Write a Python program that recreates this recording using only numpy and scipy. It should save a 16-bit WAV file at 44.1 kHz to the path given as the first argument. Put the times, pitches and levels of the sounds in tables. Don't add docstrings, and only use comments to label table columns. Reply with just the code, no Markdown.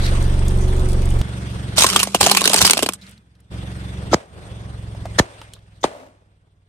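import sys
import numpy as np
from scipy import signal
from scipy.fft import rfft, irfft, next_fast_len
from scipy.io import wavfile
from scipy.ndimage import uniform_filter1d

SR = 44100
rng = np.random.default_rng(int(sys.argv[2]) if len(sys.argv) > 2 else 0)


def rack_gain(trim_db):
    fader = np.asarray(trim_db, float)
    return 10 ** (fader / 20)


def dump(signal):
    limited = np.clip(np.atleast_2d(signal).T, -1, 1)
    pcm = np.round(limited * 32767).astype(np.int16)
    wavfile.write(sys.argv[1], SR, pcm)


N = 294588
T = np.arange(N) / SR

# behind the car until, ahead from, ahead until, close by the wheel from (time [s])
PLACES_S = [1.21, 1.22, 4.1, 4.4]
# (frequency [Hz], density [dB per Hz])
HISS = [(700, -30.5), (1200, -3.5), (1500, 0), (2400, -4.5), (3100, -5.5), (3450, -2.5), (3750, -7),
        (6000, -14), (7800, -18), (8200, -7.5), (11000, -22), (11350, -70), (12200, -70), (12450, -24),
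        (13700, -24), (14100, -70)]
# (frequency [Hz], density [dB per Hz])
PLASTIC = [(120, -25.5), (200, 6.5), (240, -19.5), (407, 0), (471, -9), (630, -8), (1090, -6), (1750, -12),
           (2850, -6), (7220, -9.5), (8360, -7.5), (13400, -16.5), (15500, -44)]
# (time [s], peak level [dB], strongest frequency [Hz], t60 [s])
SNAPS_NEAR = [(2.4543, -2.5, 3770, 0.068), (2.475, 0.5, 2732, 0.042), (2.498, -9.5, 3102, 0.03),
              (2.533, 5, 6114, 0.018), (2.5417, 3, 8800, 0.032), (2.5606, -3.5, 8180, 0.05),
              (2.582, -3, 4400, 0.035), (2.608, -9.5, 5366, .097), (2.6147, 3.5, 3960, 0.051),
              (2.648, 1, 5050, 0.096), (2.6756, -2.5, 2736, .03), (2.697, 2, 2780, 0.023),
              (2.708, 9.5, 8570, 0.027), (2.733, -3, 2464, 0.038), (2.7707, -9.5, 2420, 0.031),
              (2.7758, -6, 2674, 0.027), (2.7896, -12.5, 2768, 0.098), (2.829, -4.5, 3043, .054),
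              (2.8613, -8.5, 4415, 0.039), (2.888, -8, 2358, 0.04), (2.934, -19.5, 8350, 0.061)]
# (time [s], peak level [dB], start frequency [Hz], turns per e-fold of time [1], t60 [s])
WHOOPS = [
    (4.1313, 1, 1200, 2.9, .025),
    (4.1435, 1, 1420, 1.14, .032),
    (5.1978, 1.5, 1490, 1.06, .052),
    (5.8420, 1.5, 1500, 2.1, .019),
    (5.1858, -8, 1000, 2.4, .03),
    (5.831, -23, 600, 3.0, .015),
    (5.846, -25, 500, .9, .05),
    (4.117, -18, 330, 25, .06),
    (4.136, -11, 380, 25, .03),
    (5.19, -18, 370, 25, .04),
]


def read(points, hz):
    f, value = np.transpose(points)
    return np.interp(np.log(hz + 1), np.log(f + 1), value)


def curve(points):
    s, value = np.transpose(points)
    return np.interp(T, s, value)


def evened(x):
    return x / np.sqrt(np.mean(x ** 2) + 1e-20)


def swell(middle_s, length_s):
    return np.cos(np.pi * np.clip((T - middle_s) / length_s, -.5, .5)) ** 2


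def wander(hz, t=T):
    steps = rng.standard_normal(int(N / SR * 60) + 2)
    return np.interp(t * min(hz, 59), np.arange(len(steps)), steps)


def dying(s, db, t60, rise_s):
    start = round(s * SR)
    t = np.arange(min(round(1.3 * t60 * SR), N - start)) / SR
    return slice(start, start + len(t)), t, rack_gain(db - 60 * t / t60) * np.minimum(t / rise_s, 1)


def resonate(x, hz, q):
    return evened(signal.lfilter(*signal.iirpeak(hz, q, SR), x))


def grains(per_s, spread_db, smooth, size=24):
    hits = rack_gain(spread_db * np.minimum(rng.exponential(1, N), 4)) * (rng.random(N) < per_s / SR)
    puffs = evened(signal.lfilter([1], [1, -np.exp(-1 / size)], hits))
    return (smooth + puffs) * rng.standard_normal((2, N))


def ports(drive, colour, lead_s=.0002, lo_hz=0., hi_hz=20000.):
    # (frequency [Hz], left-right likeness [1])
    likeness = [(60, 0.91), (400, 0.81), (1200, 0.57), (3000, 0.34), (7000, 0.16), (14000, 0.2)]
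    # (frequency [Hz], left over right [dB])
    lean = [(100, -1), (500, 1.5), (1500, 0), (5000, -.5), (8500, -3), (13000, 1.5)]
    size = next_fast_len(N)
    hz = np.fft.rfftfreq(size, 1 / SR)
    left, other = rfft(drive, size, axis=1)
    same = np.clip(read(likeness, hz), 0, 1)
    late = np.exp(-2j * np.pi * hz * lead_s)
    right = same * left * late + np.sqrt(1 - same ** 2) * other
    edges = np.sqrt((1 + (lo_hz / (hz + 1)) ** 6) * (1 + (hz / hi_hz) ** 6))
    gain = rack_gain(read(colour, hz) + read(lean, hz) * [[.5], [-.5]]) / edges
    return evened(irfft(np.array([left, right]) * gain, size)[:, :N])


def patchy(x, patchy_db, bins=3, frames=12):
    z = signal.stft(x, nperseg=256)[2]
    field = uniform_filter1d(rng.standard_normal(z.shape[1:]), bins, 0)
    field = uniform_filter1d(field, frames, 1)
    return evened(signal.istft(z * rack_gain(patchy_db * evened(field)), nperseg=256)[1][:, :N])


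def splits():
    # (time [s], peak level [dB], strongest frequency [Hz], t60 [s])
    snaps_far = [(1.7646, -19, 7510, 0.033), (1.771, -11, 5380, 0.1), (1.7798, -4.5, 3860, 0.12),
                 (1.785, -6.5, 6050, 0.073), (1.806, -5, 6310, 0.145), (1.8205, 0, 3815, 0.0516),
                 (1.8345, -5.5, 6370, 0.056), (1.842, -3, 3233, 0.035), (1.8642, -4.5, 8480, 0.0696),
                 (1.888, -11, 5780, 0.066), (1.9002, -6, 3160, 0.0232), (1.928, -9.5, 3117, 0.0218),
                 (1.933, -5, 5890, 0.016), (1.9605, 0, 3260, 0.071), (1.9916, -9, 2487, 0.067),
                 (1.9988, -9.5, 2906, 0.1), (2.0296, -2, 9510, 0.045), (2.0716, -17, 6140, 0.0327)]
    snaps_middle = [(2.1455, -2, 2842, 0.0634), (2.2059, -5.5, 7450, 0.0494), (2.2098, .5, 4440, 0.064),
                    (2.229, -3.5, 4256, 0.0347), (2.2397, -1.5, 8660, 0.014), (2.2629, -2, 6465, 0.0547),
                    (2.2682, -3.5, 4120, 0.0132), (2.296, -9, 2951, 0.052), (2.3133, 1.5, 4137, 0.056),
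                    (2.3482, -3, 3190, 0.038), (2.369, 1, 2510, 0.073), (2.4085, -3.5, 2993, .024),
                    (2.4166, -6.5, 3834, .025), (2.4407, -5.5, 3884, 0.025)]
    chips = [(1.794, -5.5, 9000, .025), (1.944, -13, 7500, .02), (2.283, -9, 3500, .02),
             (2.309, -9, 8000, .015), (2.365, -9, 9500, .02), (2.448, -7, 9000, .015),
             (2.495, -7, 10000, .02), (2.515, -9, 9500, .025), (2.577, -7, 8000, .02),
             (2.589, -5, 6000, .02), (2.624, -7, 7000, .04), (2.666, -5, 10000, .04),
             (2.824, -9, 8500, .025), (2.922, -28, 8800, .03)]
    crackle = patchy(ports(grains(3800, 3.0, 0.84, size=12), PLASTIC, .00013, 1000.0), 2.2, bins=4, frames=4)
    out = np.zeros((2, N))
    for s, db, hz, t60 in snaps_far + snaps_middle + SNAPS_NEAR + chips:
        rise_s = .9 * (.0016 + .03 * t60)
        at, t, shape = dying(s - .012 * t60, db - 7., max(0.8856 * t60, .008), rise_s)
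        splinter = resonate(crackle[:, at], hz, 9.)
        edge = 1 + 1.7 * np.exp(-abs(t - rise_s) / .0008)
        out[:, at] += shape * (edge * crackle[:, at] + 0.72 * splinter)
    return out


def knocks():
    # (time [s], peak level [dB], ring frequency [Hz], whoop over the ring [dB])
    blows = [(1.781, -9, 621, 4), (1.795, -14, 898, 4), (1.807, -14, 1000, 4), (1.820, -15, 897, 4),
             (1.843, 7, 1058, -6.5), (1.889, -14, 1102, -9), (1.932, -13, 1304, -9.5),
             (1.9605, 1, 1172, -2), (2.002, -16, 1100, 3), (2.03, -12.5, 1110, 0), (2.072, -17, 651, 4),
             (2.1468, 2, 680, 1), (2.209, 5, 805, -7), (2.23, -8, 1051, 0), (2.2626, 1, 906, -3),
             (2.268, 1, 683.5, -9), (2.299, -13, 750, -3), (2.313, -2, 821.8, -3), (2.316, -7, 1200, -6),
             (2.349, -11, 1071, -3), (2.371, -2, 1124, -9), (2.415, -7, 1100, -3), (2.458, -5, 416.5, -9),
             (2.476, -9, 422, 3), (2.5, -12, 614, 3), (2.533, -12, 703, 3), (2.544, -3.5, 903, 3),
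             (2.607, -8, 996, 0), (2.615, -5, 1031, 0), (2.649, -4, 1124, 2), (2.698, -9, 845, 2),
             (2.708, -12, 1410, -6), (2.734, -15, 746, 4), (2.77, -12.5, 633, 3), (2.79, -12, 444, 3),
             (2.825, -8.5, 623, 0), (2.8294, -1, 430.7, -10), (2.863, -14, 442.6, 3),
             (2.888, -9, 1085, 2.5)]
    ring_t60_s, whoop_t60_s, whoop_hz, whoop_turns = .033, .03, 1900, 2.3
    out = np.zeros((2, N))
    for (s, db, hz, whoop_db), noise in zip(blows, rng.standard_normal((len(blows), 2, 9000))):
        at, t, shape = dying(s, db, ring_t60_s * (800 / hz) ** .2, .0008)
        thud = resonate(noise + 0.72 * noise[::-1], hz, 1.6)[:, :len(t)]
        t = t - np.array([[0], [.00012]])
        whoop = np.sin(2 * np.pi * whoop_turns * np.log(1 + abs(t) * whoop_hz / whoop_turns))
        whoop_gain = rack_gain(whoop_db + 60 * t * (1 / ring_t60_s - 1 / whoop_t60_s))
        ring = np.sin(2 * np.pi * hz * t) + whoop_gain * whoop
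        out[:, at] += shape * (rack_gain([[-4.5], [-6.5]]) * ring + rack_gain(-15.0) * thud)
        at, t, shape = dying(s, -25 + .5 * db, .09, 0.0034)
        out[:, at] += shape * resonate(noise[0], 270, 1.4)[:len(t)]
    return out


def crushing():
    # (time [s], level [dB])
    crush = [(1.76, -35.5), (1.944, -24), (2.168, -46.5), (2.236, -19.5), (2.364, -29.5), (2.702, -22.5),
             (2.77, -34), (2.938, -52), (3.2, -72.5)]
    # (time [s], level [dB], t60 [s], rise [s])
    settle = (3, -53, 0.5738, 0.04)
    start_s, end_s = crush[0][0], crush[-1][0]
    under = (T > start_s) & (T < end_s)
    grit_db = curve(crush)
    grit = patchy(ports(grains(1500, 2.5, 1., size=30), PLASTIC, .0001, hi_hz=10000.), 3.2, bins=2, frames=8)
    grinding = rack_gain(grit_db + 3.0) * grit * (T < SNAPS_NEAR[-1][0] + .03)
    drone_db = -27 + .25 * grit_db - 5.5 * (T - start_s)
    rough = resonate(rng.standard_normal(N), 197., 14.)
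    tone = np.sin(2 * np.pi * np.cumsum(197 + 8 * wander(25)) / SR)
    out = under * (grinding + rack_gain(drone_db) * (0.49 * rough + 1.1 * tone))
    at, t, shape = dying(*settle)
    out[:, at] += shape * grit[:, at]
    return out


def rattles():
    return (splits() + knocks() + crushing()) * rack_gain([[-.6], [.6]])


def balloons():
    # (start [s], end [s], final level [dB], rise [dB], hum frequency [Hz], hum over the rip [dB])
    tears = [
        (4.114, 4.133, -24, 12, 1250, -1),
        (4.135, 4.1432, -12, 5, 1290, 0),
        (5.181, 5.187, -18, 14, 1800, -8),
        (5.187, 5.1975, -8, 2, 1750, -5),
        (5.831, 5.8422, -16, 18, 2000, -10),
    ]
    # (frequency [Hz], density [dB per Hz])
    rubber = [(290, -21.5), (500, 5.5), (803, -1.5), (1820, -4), (2650, -17.5), (3690, -9.5), (5280, -11.5),
              (6370, -10), (8490, -23), (13100, -37), (15500, -38.5)]
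    # (time [s], level [dB], t60 [s])
    spray = [
        (4.144, -30.5, 0.38),
        (5.202, -25.5, 0.1),
        (5.2, -36.5, 0.944),
        (5.844, -14, 0.075),
        (5.87, -37, 0.772),
    ]
    # (frequency [Hz], density [dB per Hz])
    foam = [(88, -45.5), (150, -15), (589, -3), (1050, -10), (6940, -30.5), (8410, -25.5), (11000, -38),
            (11900, -75.5), (13400, -34.5), (15000, -69.5)]
    rip = patchy(ports(grains(3000, 3.1, 0.995, size=16), rubber, .0003, 1500.0), 4., bins=2, frames=6)
    patter = ports(grains(720, 2.0, 2.1, size=90), foam, 0.00032)
    out = np.zeros((2, N))
    for start, end, db, rise_db, hz, hum_db in tears:
        at = slice(round(start * SR), round((end + .05) * SR))
        t = T[at]
        grow = np.clip((t - start) / (end - start), 0, 1)
        shape = rack_gain(db - rise_db * (1 - grow) - 5000 * np.maximum(t - end, 0))
        hum = np.sin(2 * np.pi * np.cumsum(hz * (1 + .04 * wander(55, t))) / SR)
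        shreds = rack_gain(db - 17 - 800 * (t - end)) * (t > end)
        out[:, at] += shape * (rip[:, at] + rack_gain(hum_db) * hum) + shreds * rip[:, at]
    for s, db, hz, turns, t60 in WHOOPS:
        at, t, shape = dying(s, db, 2 * t60, min(.00012 * turns ** 2, .002))
        stretch = 1 + t * hz / turns
        sag = rack_gain(-30 * (t / t60) ** 2 - 1.6 * np.log2(stretch))
        out[:, at] -= shape * sag * np.sin(2 * np.pi * turns * np.log(stretch))
    for s, db, t60 in spray:
        at, t, shape = dying(s, db, t60, 0.0014)
        out[:, at] += shape * patter[:, at]
    return out


def ticks():
    # (time [s], peak level [dB], centre frequency [Hz])
    clicks = [(0.0628, -16, 4170), (0.225, -22, 7500), (0.481, -18, 7600), (0.492, -26.5, 4840),
              (0.7352, -33.5, 8730), (0.764, -33.5, 8160), (1.055, -24, 7930), (1.1039, -25.5, 8000),
              (1.2135, -18.5, 3300), (3.013, -35.5, 4260), (3.0656, -35, 4136), (3.0926, -34.5, 8830),
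              (3.1104, -37, 8390), (3.177, -41, 3900), (3.352, -49, 4000), (5.535, -28.5, 8290),
              (3.4024, -47, 8412), (5.4141, -27, 3150), (5.5348, -26.5, 3442), (5.5897, -45, 3150)]
    plops = [
        (4.948, -29.5, 604),
        (5.054, -19.5, 658),
        (5.415, -29.5, 770),
        (5.564, -42, 1135),
    ]
    # (middle [s], length [s], level [dB], frequency [Hz])
    squelches = [
        (0.055, 0.13, -31, 3990),
        (0.066, 0.11, -35, 1970),
        (0.166, 0.1, -33, 1100),
        (0.63, 0.093, -43, 6300),
        (3.026, .04, -46.5, 3960),
        (5.549, 0.071, -53.5, 3699),
        (5.765, 0.069, -62, 3999),
        (5.819, 0.033, -53.5, 6200),
        (5.97, .36, -42, 597.4),
        (6.0, .4, -52, 260),
    ]
    out = np.zeros((2, N))
    t60s = [.022] * len(clicks) + [.044] * len(plops)
    noises = rng.standard_normal((len(t60s), 2, 8000))
    for (s, db, hz), t60, noise in zip(clicks + plops, t60s, noises):
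        at, t, shape = dying(s, db - 5.0, t60, 0.0016)
        out[:, at] += shape * resonate(noise + 0.96 * noise[::-1], hz, 3.5)[:, :len(t)]
    wet = ports(grains(1500, 2.6, .8, size=40), [(20, 0), (20000, 0)], 0.00023)
    for s, length_s, db, hz in squelches:
        at = slice(max(round((s - length_s) * SR), 0), round((s + length_s) * SR))
        out[:, at] += rack_gain(db) * swell(s, length_s)[at] * resonate(wet[:, at], hz, 6.5)
    fizz = patchy(ports(grains(150, 4.33, 0.94, size=120), HISS, .0003, 5590.0), 3.0, bins=4, frames=10)
    return out + rack_gain(-44.5) * fizz * (T < PLACES_S[0])


def car_levels():
    # (start [s], exhaust [dB], engine-bay body [dB], tyre hiss [dB])
    takes = [
        (0, -15.5, -35, -45),
        (1.215, -27.5, -40.5, -45),
        (3.51, -29.5, -43.5, -48),
    ]
    cuts_s = [1.215, 3.51]
    # (time [s], level [dB])
    duck = [(1.74, 0.5), (1.93, -9), (2.11, -16), (2.94, -21), (3.22, -26.5), (3.5, -25.5), (3.515, 0),
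            (4.13, 0), (4.23, -24), (4.5, -3), (5.18, -1.5), (5.27, -22), (5.42, -16.5), (5.62, -20),
            (5.83, -17.5), (5.95, -27), (6.3, -28.5), (6.68, -28)]
    # (middle [s], length [s], level [dB])
    lurches = [
        (1.99, 0.081, 6),
        (2.233, 0.152, 15.5),
        (2.43, .2, 3),
        (2.633, .16, 22.5),
        (2.82, 0.16, 5.5),
    ]
    # (middle [s], length [s], body [dB], hiss [dB])
    swishes = [
        (0.109, 0.32, 2, 3),
        (3.082, .3, 4.5, 17.5),
        (4.363, 0.41, 11, 9),
        (5.361, 0.64, 1.5, 16),
        (5.72, 0.44, -1, 4),
        (6.3, .9, 2, 3),
    ]
    throb_db, body_db, hiss_db = np.transpose(takes)[1:, np.searchsorted(cuts_s, T)] + curve(duck)
    for s, length_s, db in lurches:
        throb_db = throb_db + db * swell(s, length_s)
    bass_shy_s = 0.4
    throb_db = throb_db - 16 * swell(WHOOPS[1][0] + 0.51 * bass_shy_s, bass_shy_s)
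    hiss_db = hiss_db + 6 * np.exp(-T / 0.22)
    hiss_db = hiss_db + np.interp(T, PLACES_S[2:], [0, -3])
    for s, length_s, more_body_db, more_hiss_db in swishes:
        body_db = body_db + more_body_db * swell(s, length_s)
        hiss_db = hiss_db + more_hiss_db * swell(s, length_s)
    return throb_db, body_db, hiss_db


def exhaust(turns, throb_db):
    orders_behind = [2, -6, -1.5, -27, -4, -36, -16, -16, -29.5, -23, -28, -28.5, -53.5, -22, -26, -26.5,
                     -27, -29.5]
    orders_ahead = [-25.5, -23.5, -0.5, -9, -1, -7.5, -18, -6.5, -12.5, -26, -34, -19.5, -27, -21, -27.5,
                    -25, -36.5, -44]
    orders_close = [-19, -7.5, 0.5, -6.5, 4, -5, -13.5, -6.5, -13, -23, -24, -25, -27.5, -35, -20, -29.5,
                    -29.5, -38.5]
    # (middle [s], length [s], level [dB], multiple [1])
    pipe = (.75, .9, -30, 16)
    step = 16
    t, angle = T[::step], 2 * np.pi * turns[::step]
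    throb, power = 0, 0
    for k, (behind, ahead, close) in enumerate(zip(orders_behind, orders_ahead, orders_close), 1):
        size = rack_gain(np.interp(t, PLACES_S, [behind, ahead, ahead, close]))
        bend = .12 * k * k
        throb += size * rack_gain(.7 * wander(14, t)) * np.sin(k * angle + .01 * k * wander(20, t) - bend)
        power += size ** 2 / 2
    throb = signal.resample_poly(throb / np.sqrt(power), step, 1)[:N] * rack_gain(throb_db + .6 * wander(23))
    middle_s, length_s, db, multiple = pipe
    return throb + rack_gain(db) * swell(middle_s, length_s) * np.sin(2 * np.pi * multiple * turns)


def engine():
    # (time [s], frequency [Hz])
    firing = [(0, 23.38), (1.21, 23.1), (1.22, 23.2), (1.76, 22.37), (3.5, 21.82), (3.51, 22.35),
              (3.75, 22.7), (4.1, 22.58), (4.6, 22.2), (5.15, 21.53), (5.8, 20.6), (6.68, 19.24)]
    # (frequency [Hz], density [dB per Hz])
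    bay = [(18, -35.5), (30, -14), (85, -6), (187, -11.5), (243, -18), (415, -17.5), (538, -18.5),
           (1260, -28), (2500, -43.5), (3250, -69), (5500, -120)]
    turns = np.cumsum(curve(firing) * (1 + .0015 * wander(12))) / SR
    throb_db, body_db, hiss_db = car_levels()
    puff = 1 + 0.098 * np.cos(2 * np.pi * turns)
    body = rack_gain(body_db + 5.5 + 1.8 * wander(31)) * ports(rng.standard_normal((2, N)), bay, 0.00023)
    hiss = patchy(ports(rng.standard_normal((2, N)), HISS, .00035), 2.2, bins=3, frames=14)
    hiss = rack_gain(hiss_db + 4.0) * hiss
    return exhaust(turns, throb_db) * rack_gain([[-.7], [.7]]) + puff * body + puff ** 2.2 * hiss


def scene():
    return rattles() + balloons() + ticks() + engine()


def band_limit(x):
    return signal.sosfilt(signal.butter(12, 15670, fs=SR, output="sos"), x)


def record(dry):
    clipped = dry / (1 + abs(dry) ** 6) ** (1 / 6)
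    return band_limit(clipped)


dry = scene()
out = record(dry)
dump(out)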